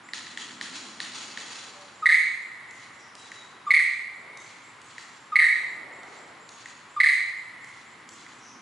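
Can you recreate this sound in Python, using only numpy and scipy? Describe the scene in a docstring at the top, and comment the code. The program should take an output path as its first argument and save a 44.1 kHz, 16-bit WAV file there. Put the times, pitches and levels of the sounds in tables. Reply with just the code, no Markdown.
"""Lyrebird dance in a rainforest

A lyrebird dances on a heap of vines: sharp clicks (falling knock, snap, dry crack) over rustling tail quills.
Four calls each pair a soft low pip with a loud stuttered note (near-sine pulses and rasp); step ticks between.
Tiny birds whistle far off over a hush, stirred air and gusts of filtered noise; scattered echoes ring.
The recorder's gain ducks under loud peaks and creeps back.
"""
import sys
import numpy as np
from scipy import signal
from scipy.fft import rfft, irfft, next_fast_len
from scipy.io import wavfile
from scipy.ndimage import uniform_filter1d, minimum_filter1d

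SR = 44100
rng = np.random.default_rng(int(sys.argv[2]) if len(sys.argv) > 2 else 0)


def to_wav(s):
    """Save 16-bit WAV."""
    ch = np.atleast_2d(s).T  # columns
    pcm = np.round(np.clip(ch, -1, 1) * 32767)  # PCM
    wavfile.write(sys.argv[1], SR, pcm.astype(np.int16))


N = 379701
TIME_S = np.arange(N) / SR

# Left-right correlation of wide sounds: f/Hz, correlation
STEREO_CORRELATION = [(40, 0.65), (100, 0.97), (250, 0.99), (500, 0.76), (1200, 0.73), (2100, 0.71),
                      (4500, 0.75), (10000, 0.82)]

# Forest hush, spectral density: f/Hz, relative level/dB
HUSH_COLOUR = [(24, -42), (40, -23), (75, -13), (118, -1), (160, -5), (250, -2.5), (624, -7), (1050, 2.5),
               (1610, -1.5), (2090, -2.5), (2590, -8), (3520, -11), (5920, -19.5), (7160, -23), (8250, -24),
               (10700, -24), (11500, -41), (15000, -71)]
HUSH_DB = -50

# Air stirred by tail and wings: t of peak/s, half-width/s, level/dB
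FLUTTER_SWELLS = [(.78, .78, -53.2), (8.5, .6, -61)]
# Its spectral density: f/Hz, relative level/dB
FLUTTER_SPECTRUM = [(100, -33), (170, 1), (240, 10.5), (340, 5.5), (500, -17), (900, -44.5)]

# Bouts of a tiny bird's upward slur: first t/s, last t/s, period/s
SLUR_BOUT_TIMES = [(.025, 2.45, .238), (2.675, 4.9, .243), (5.68, 8.4, .24)]
# Other far calls: t/s, length/s, f/Hz, level before far trim/dB, pitch flutter/Hz
OTHER_FAR_CALLS = [(1.722, 0.19, 580, -44.5, 4), (1.723, 0.18, 770, -46, 4.5),
                   (2.961, 0.14, 5430, -49.5, 520), (3.164, 0.13, 3910, -44, 66),
                   (3.32, 0.14, 3880, -42, 80), (4.317, 0.13, 3760, -52, 40), (4.93, 0.4, 7405, -57.5, 76),
                   (8.384, 0.16, 5750, -45, 480)]
FAR_PITCH_FALL = .025  # share of pitch

# Scatter from trunks and leaves: f/Hz, level re direct sound/dB
SCATTER_LEVELS = [(600, -20), (1200, -0.5), (2000, -2), (3000, 6.3), (4200, -2), (7000, 8.5), (11000, 2.5)]
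# Its decay: f/Hz, t60/s
SCATTER_DECAYS = [(600, 1), (1200, 0.76), (2000, 0.61), (4200, 0.68), (7000, 0.66), (11000, 0.23)]

# Clicks: t/s, knock level/dB, snap level re knock/dB, snap start f/Hz
CLICK_EVENTS = [(0.088, -36, -20, 3500), (0.1346, -24, 0.5, 5200), (0.267, -35.5, -14, 3500),
                (.3741, -25, -2, 3700), (0.6118, -22.5, -2, 5300), (1.0025, -24, 2, 5000),
                (1.3738, -24, -5, 4300), (3.3175, -31, -15, 3700), (4.9812, -29, -15, 3700),
                (6.658, -31, -17, 3700), (8.264, -39, -14, 3700)]
FULL_CLICK_DB = -24  # full effort
KNOCK_HZ, KNOCK_S = 1815, .0041  # at full effort
KNOCK_HZ_PER_DB, KNOCK_S_PER_DB = 10, .00022  # softer: higher, longer

# Dry crack spectrum: f/Hz, relative level/dB
CRACK_COLOUR = [(1500, -14), (3000, 2), (4200, 1), (5600, 0), (6800, 3.5), (8500, -5), (11000, -14.5)]
# Steps: t/s, tick level before trim/dB, swish level before trim/dB
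STEP_EVENTS = [(2.7092, -39, -55), (3.1522, -36, -54.5), (4.373, -36, -54.5), (4.816, -39.5, -55.5),
               (6.0327, -41, -57), (6.4911, -36, -53.5), (7.6445, -40, -58), (8.09, -35, -54)]
CRACK_RE_KNOCK_DB = -9  # before tick trim

# Quill ringing bands, spectral density: f/Hz, relative level/dB
QUILL_COLOUR = [(150, -27), (550, -21), (900, -5), (1600, -2), (2600, -2), (3600, -0.5), (4350, 1),
                (5400, -4.5), (6200, -5), (6950, -1.5), (7900, -14), (9000, -11), (10000, -20),
                (11000, -25.5)]
# Tail shakes between clicks: t/s, level before trim/dB
TAIL_SHAKES = [(.72, -41.8), (1.125, -39.8), (1.49, -42.3)]
STRONG_CLICK_DB = -25.8  # full rustle at or above this
RUSTLE_DB, RUSTLE_DB_PER_DB = -41.8, 2.8  # strong-click level before trim; fall per dB of a softer click
RUSTLE_RISE_S, RUSTLE_DECAY_S = .009, .16
SHAKE_RISE_S, SHAKE_DECAY_S = .035, .225
SWISH_RISE_S, SWISH_DECAY_S = .12, .17

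# Soft canopy gusts: t of peak/s, half-width/s, level/dB
GUST_SWELLS = [(1.35, .9, -55), (3.4, .7, -59.5), (4.3, .2, -52.5), (6.02, .48, -49.3)]
# Their spectral density: f/Hz, relative level/dB
GUST_COLOUR = [(50, -32), (150, -9), (350, 3.5), (700, 5.5), (1200, 3), (2200, -11), (4000, -66)]

# Calls, pip then note: note t/s, note f/Hz, glide per syllable/Hz, level/dB, rasp/dB, pip lead/s, pip f/Hz
CALLS = [(2.0575, 1962, 50, -2.8, .5, .0355, 1232), (3.7055, 2120, -27, -3.5, 1, .0405, 1174),
         (5.3565, 2034, -21, -3.6, -2.5, .0375, 1217), (7.0015, 2040, -9, -3.2, 0, .0395, 1180)]
# Pip harmonics 1, 2, ..: level/dB
PIP_HARMONICS_DB = [0, -31, -30, -40]
PIP_DB, PIP_S, PIP_ECHO_S = -23, .028, .02
PIP_SHARP = .13  # share of pitch at onset

# Note harmonics 1, 2, ..: level/dB
NOTE_HARMONICS_DB = [-0.5, -24.5, -46, -40, -41]
# Pulses within one syllable: relative level/dB
SYLLABLE_PULSES_DB = [-1, 0, -1, -8]
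# Syrinx rasp shaped by throat and beak, spectral density: f/Hz, relative level/dB
RASP_COLOUR = [(900, -37), (1550, -24), (2800, -8.5), (3600, 6.5), (4400, 5.5), (4800, 1), (5700, -15.5),
               (6700, -6), (7500, -15), (8500, -3), (9600, -15), (10800, -10.5)]
PULSE_S, PULSE_FALL = .005, .04  # length; downward slide, share of pitch
PULSE_GAP_S, PULSE_SLOWING_S = .0051, .0003  # onset spacing; growth per syllable
FIRST_GAP_S, GAP_S = .032, .026  # between syllable onsets
SYLLABLE_FADE_DB = 0.8  # per syllable

CUTOFF_HZ = 11210


def from_db(db):
    """Decibels to gain."""
    return 10 ** (np.asarray(db) / 20)


def rms_one(x):
    """Scale to unit power."""
    return x / np.sqrt(np.mean(x ** 2) + 1e-20)


def at_hz(points, hz):
    """Read a table on a log-frequency axis."""
    freqs, values = np.transpose(points)
    return np.interp(np.log(np.maximum(hz, 1)), np.log(freqs), values)


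def add(track, s, sound):
    """Mix a sound into a track at a time in seconds."""
    start = max(0, round(s * SR))
    track[start:start + len(sound)] += sound[:N - start]


def drift(rate_hz, size):
    """Interpolate between unit-spread random knots."""
    positions = np.arange(size) * rate_hz / SR
    knots = rng.standard_normal(int(positions[-1]) + 2)
    return np.interp(positions, np.arange(len(knots)), knots)


def progress(length_s):
    """Ramp from 0 to 1."""
    return np.linspace(0, 1, max(8, int(length_s * SR)))


def coloured(x, colour):
    """Shape a spectrum by a table."""
    size = next_fast_len(x.shape[-1])
    gain = from_db(at_hz(colour, np.fft.rfftfreq(size, 1 / SR)))
    return irfft(rfft(x, size) * gain, size)[..., :x.shape[-1]]


def spread(pair):
    """Mix two unrelated noises into a partly correlated left and right."""
    size = next_fast_len(pair.shape[-1])
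    alike = np.clip(at_hz(STEREO_CORRELATION, np.fft.rfftfreq(size, 1 / SR)), 0, 1)
    mid, side = rfft(pair, size)
    both = np.sqrt(1 + alike) * mid + np.sqrt(1 - alike) * side * [[1], [-1]]
    return irfft(both, size)[:, :pair.shape[-1]] / np.sqrt(2)


def air(colour):
    """Wide steady noise of unit power."""
    return rms_one(coloured(spread(rng.standard_normal((2, N))), colour))


def swells(rows):
    """Gain track of bell-shaped swells, summed in power."""
    power = 0
    for s, half_width_s, db in rows:
        bell = np.exp(-((TIME_S - s) / half_width_s) ** 2)
        power = power + (from_db(db) * bell) ** 2
    return np.sqrt(power)


def whistle(hz, harmonics_db=(0,)):
    """Harmonic sines following a pitch track; near-pure when harmonics are weak."""
    phase = 2 * np.pi * np.cumsum(hz) / SR
    return sum(from_db(db) * np.sin(k * phase) for k, db in enumerate(harmonics_db, 1))


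def hush():
    """Forest background: steady noise weighted toward the low end."""
    return from_db(HUSH_DB) * air(HUSH_COLOUR)


def flutter():
    """Air stirred by tail and wings: low noise in swells."""
    return swells(FLUTTER_SWELLS) * air(FLUTTER_SPECTRUM)


def far_birds(slur_s=0.056, low_hz=6650, high_hz=8050, waver_hz=170, slur_db=-58.5, far_db=-8,
              stray_s=.008, vary_db=1.5):
    """Thin canopy slurs, whistles and buzzes: sines with gliding, randomly fluttering pitch."""
    out, u = np.zeros(N), progress(slur_s)
    for first, last, period in SLUR_BOUT_TIMES:
        for s in np.arange(first, last, period):
            pitch_hz = low_hz + (high_hz - low_hz) * u + waver_hz * drift(405, len(u))
            start_s = s + stray_s * rng.standard_normal()
            gain = from_db(slur_db + vary_db * rng.standard_normal())
            add(out, start_s, gain * np.sin(np.pi * u) * whistle(pitch_hz))
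    for s, length_s, hz, db, flutter_hz in OTHER_FAR_CALLS:
        u = progress(length_s)
        pitch_hz = hz * (1 + FAR_PITCH_FALL * (.5 - u)) + flutter_hz * drift(820, len(u))
        add(out, s, from_db(db + far_db) * np.sin(np.pi * u) * whistle(pitch_hz))
    return out


def forest_echoes(build_s=0.024, late_db=-24, late_t60_s=2.38, grain_db=4):
    """Scatter builds as sound reaches more trunks, then dies band by band, leaving a faint long tail."""
    size = 2 * SR
    t, hz = np.arange(size) / SR, np.fft.rfftfreq(size, 1 / SR)
    grains = rng.standard_normal((2, size)) * from_db(grain_db * drift(600, size))
    spectrum = rfft(rms_one(spread(grains)))
    centres_hz, out = np.geomspace(500, 12000, 12), 0
    # overlapping triangular bands on log frequency
    for centre_hz, own in zip(centres_hz, np.eye(len(centres_hz))):
        band = irfft(spectrum * at_hz(np.c_[centres_hz, own], hz), size)
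        early = from_db(-60 * t / at_hz(SCATTER_DECAYS, centre_hz))
        late = from_db(late_db - 60 * t / late_t60_s)
        decay = (1 - np.exp(-t / build_s)) * (early + late)
        decay = decay / np.sqrt(np.sum(decay ** 2))
        out = out + band * decay * from_db(at_hz(SCATTER_LEVELS, centre_hz))
    return out


def clicks(fall=0.27, fade=0.64, snap_low_hz=2900, snap_s=0.00167, snap_noise=0.08):
    """A short knock, falling in pitch, opens with a snap that whips down from the treble."""
    out, v = np.zeros(N), progress(snap_s)
    snap_envelope = np.sqrt(np.abs(np.sin(np.pi * v)))
    for s, db, snap_db, snap_high_hz in CLICK_EVENTS:
        softer_db = FULL_CLICK_DB - db
        hz = KNOCK_HZ + KNOCK_HZ_PER_DB * softer_db
        u = progress(KNOCK_S + KNOCK_S_PER_DB * softer_db)
        envelope = np.minimum(20 * u, 1) * (1 - u ** 6) * np.exp(-fade * u)
        knock = whistle(hz * (1 + fall * (.5 - u))) * envelope
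        whip = whistle(snap_high_hz + (snap_low_hz - snap_high_hz) * v)
        whip = whip + snap_noise * rng.standard_normal(len(v))
        add(out, s, from_db(db) * knock)
        add(out, s, from_db(db + snap_db) * snap_envelope * whip)
    return out


def ticks(decay_s=0.0024, trim_db=-3):
    """Tiny dry cracks of steps and clicks: decaying coloured noise."""
    out, t = np.zeros(N), np.arange(SR // 100) / SR
    events = [(s, db) for s, db, _ in STEP_EVENTS]
    events += [(s, db + CRACK_RE_KNOCK_DB) for s, db, *_ in CLICK_EVENTS]
    for s, db in events:
        crack = rms_one(coloured(rng.standard_normal(len(t)), CRACK_COLOUR))
        add(out, s, from_db(db + trim_db) * crack * np.exp(-t / decay_s))
    return out


def rustles():
    """Clicks, shakes and steps stir the quills: rows of t/s, rise/s, level before trim/dB, decay/s."""
    rows = []
    for s, db, *_ in CLICK_EVENTS:
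        level_db = RUSTLE_DB + RUSTLE_DB_PER_DB * min(db - STRONG_CLICK_DB, 0)
        rows.append((s, RUSTLE_RISE_S, level_db, RUSTLE_DECAY_S))
    rows += [(s, SHAKE_RISE_S, db, SHAKE_DECAY_S) for s, db in TAIL_SHAKES]
    rows += [(s, SWISH_RISE_S, db, SWISH_DECAY_S) for s, _, db in STEP_EVENTS]
    return rows


def quills(per_s=3000, size_db=2.0, trim_db=2.0, clump_db=1.6, ring_s=.012, ring_db=-1):
    """Quills and leaves touch thousands of times a second, in clumps; many close modes ring briefly."""
    touches = (rng.random((2, N)) < per_s / SR) * rng.choice([-1, 1], (2, N))
    sizes_db = size_db * np.minimum(rng.exponential(1, (2, N)), 4)
    touches = touches * from_db(sizes_db + clump_db * drift(75, N))
    power, t = np.zeros(N), np.arange(SR) / SR
    ring = rng.standard_normal(SR) * np.exp(-t / ring_s)
    ring = ring[None] / np.linalg.norm(ring)
    touches = touches + from_db(ring_db) * signal.fftconvolve(touches, ring, axes=1)[:, :N]
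    for s, rise_s, db, decay_s in rustles():
        envelope = np.minimum(t / rise_s, np.exp((rise_s - t) / decay_s))
        add(power, s, (from_db(db) * envelope) ** 2)
    return from_db(trim_db) * np.sqrt(power) * rms_one(coloured(spread(touches), QUILL_COLOUR))


def gusts():
    """Soft gusts in the canopy: noise in swells."""
    return swells(GUST_SWELLS) * air(GUST_COLOUR)


def pips(settle=.17, echo_db=-5):
    """A short near-pure note drops onto its pitch, answered by a near trunk."""
    out, u = np.zeros(N), progress(PIP_S)
    for s, *_, lead_s, hz in CALLS:
        pitch_hz = hz * (1 + PIP_SHARP * np.exp(-u / settle))
        note = from_db(PIP_DB) * np.sin(np.pi * u) * whistle(pitch_hz, PIP_HARMONICS_DB)
        add(out, s - lead_s, note)
        add(out, s - lead_s + PIP_ECHO_S, from_db(echo_db) * note)
    return out


def syllables(count=4):
    """Notes stutter, glide, fade and slow: rows of t/s, f/Hz, level/dB, rasp/dB, pulse spacing/s."""
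    rows = []
    for s, hz, glide_hz, db, rasp_db, _, _ in CALLS:
        for k in range(count):
            spacing_s = PULSE_GAP_S + k * PULSE_SLOWING_S
            rows.append((s, hz + k * glide_hz, db - k * SYLLABLE_FADE_DB, rasp_db, spacing_s))
            s = s + (GAP_S if k else FIRST_GAP_S)
    return rows


def loud_notes(scatter=0.036, jitter_s=.0003, rasp_db=-26.3):
    """Syllables are bursts of pulses, each on its own pitch, with rasp while the syrinx is open."""
    out, opening = np.zeros(N), np.zeros(N)
    u = progress(PULSE_S)
    swell = np.sin(np.pi * u)
    for s, hz, db, own_rasp_db, spacing_s in syllables():
        for k, pulse_db in enumerate(SYLLABLE_PULSES_DB):
            pitch_chance, time_chance = rng.standard_normal(2)
            pitch_hz = hz * (1 + scatter * pitch_chance + PULSE_FALL * (.5 - u))
            start_s = s + k * spacing_s + jitter_s * time_chance
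            envelope = from_db(db + pulse_db) * swell
            add(out, start_s, envelope * whistle(pitch_hz, NOTE_HARMONICS_DB))
            add(opening, start_s, from_db(own_rasp_db) * envelope * swell)
    rasp = rms_one(coloured(rng.standard_normal(N), RASP_COLOUR))
    return out + from_db(rasp_db) * opening * rasp


def scene(pan_db=0.8, note_wet_db=-0.4, pip_wet_db=-2, click_wet_db=-1, far_wet_db=-2):
    """Lyrebird, loud notes aimed a little right, in the echoes and hush of the forest."""
    notes, pip, snaps, far = loud_notes(), pips(), clicks() + ticks(), far_birds()
    echoes = forest_echoes()
    loud = notes + from_db(note_wet_db) * signal.fftconvolve(notes[None], echoes, axes=1)[:, :N]
    sent = from_db(pip_wet_db) * pip + from_db(click_wet_db) * snaps + from_db(far_wet_db) * far
    soft = pip + snaps + far + signal.fftconvolve(sent[None], echoes, axes=1)[:, :N]
    dance = quills() + flutter()
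    forest = hush() + gusts()
    return loud * from_db([[-pan_db], [pan_db]]) + soft + dance + forest


def record(dry, limit_db=-6.0, release_db_per_s=9, low_cut_hz=58):
    """Gain drops at once on loud peaks and creeps back; deep bass and top are cut."""
    low_cut = signal.butter(2, low_cut_hz, "high", fs=SR, output="sos")
    sound = signal.sosfilt(low_cut, dry)
    peak_db = 20 * np.log10(np.abs(sound).max(axis=0) + 1e-9)
    over_db = np.maximum(peak_db - limit_db, 0)
    release_db = release_db_per_s * TIME_S
    held_db = np.maximum.accumulate(over_db + release_db) - release_db
    gain = uniform_filter1d(minimum_filter1d(from_db(-held_db), size=128), size=128)
    top_cut = signal.ellip(12, .2, 80, CUTOFF_HZ, fs=SR, output="sos")
    return signal.sosfilt(top_cut, sound * gain)


dry = scene()
out = record(dry)
to_wav(out)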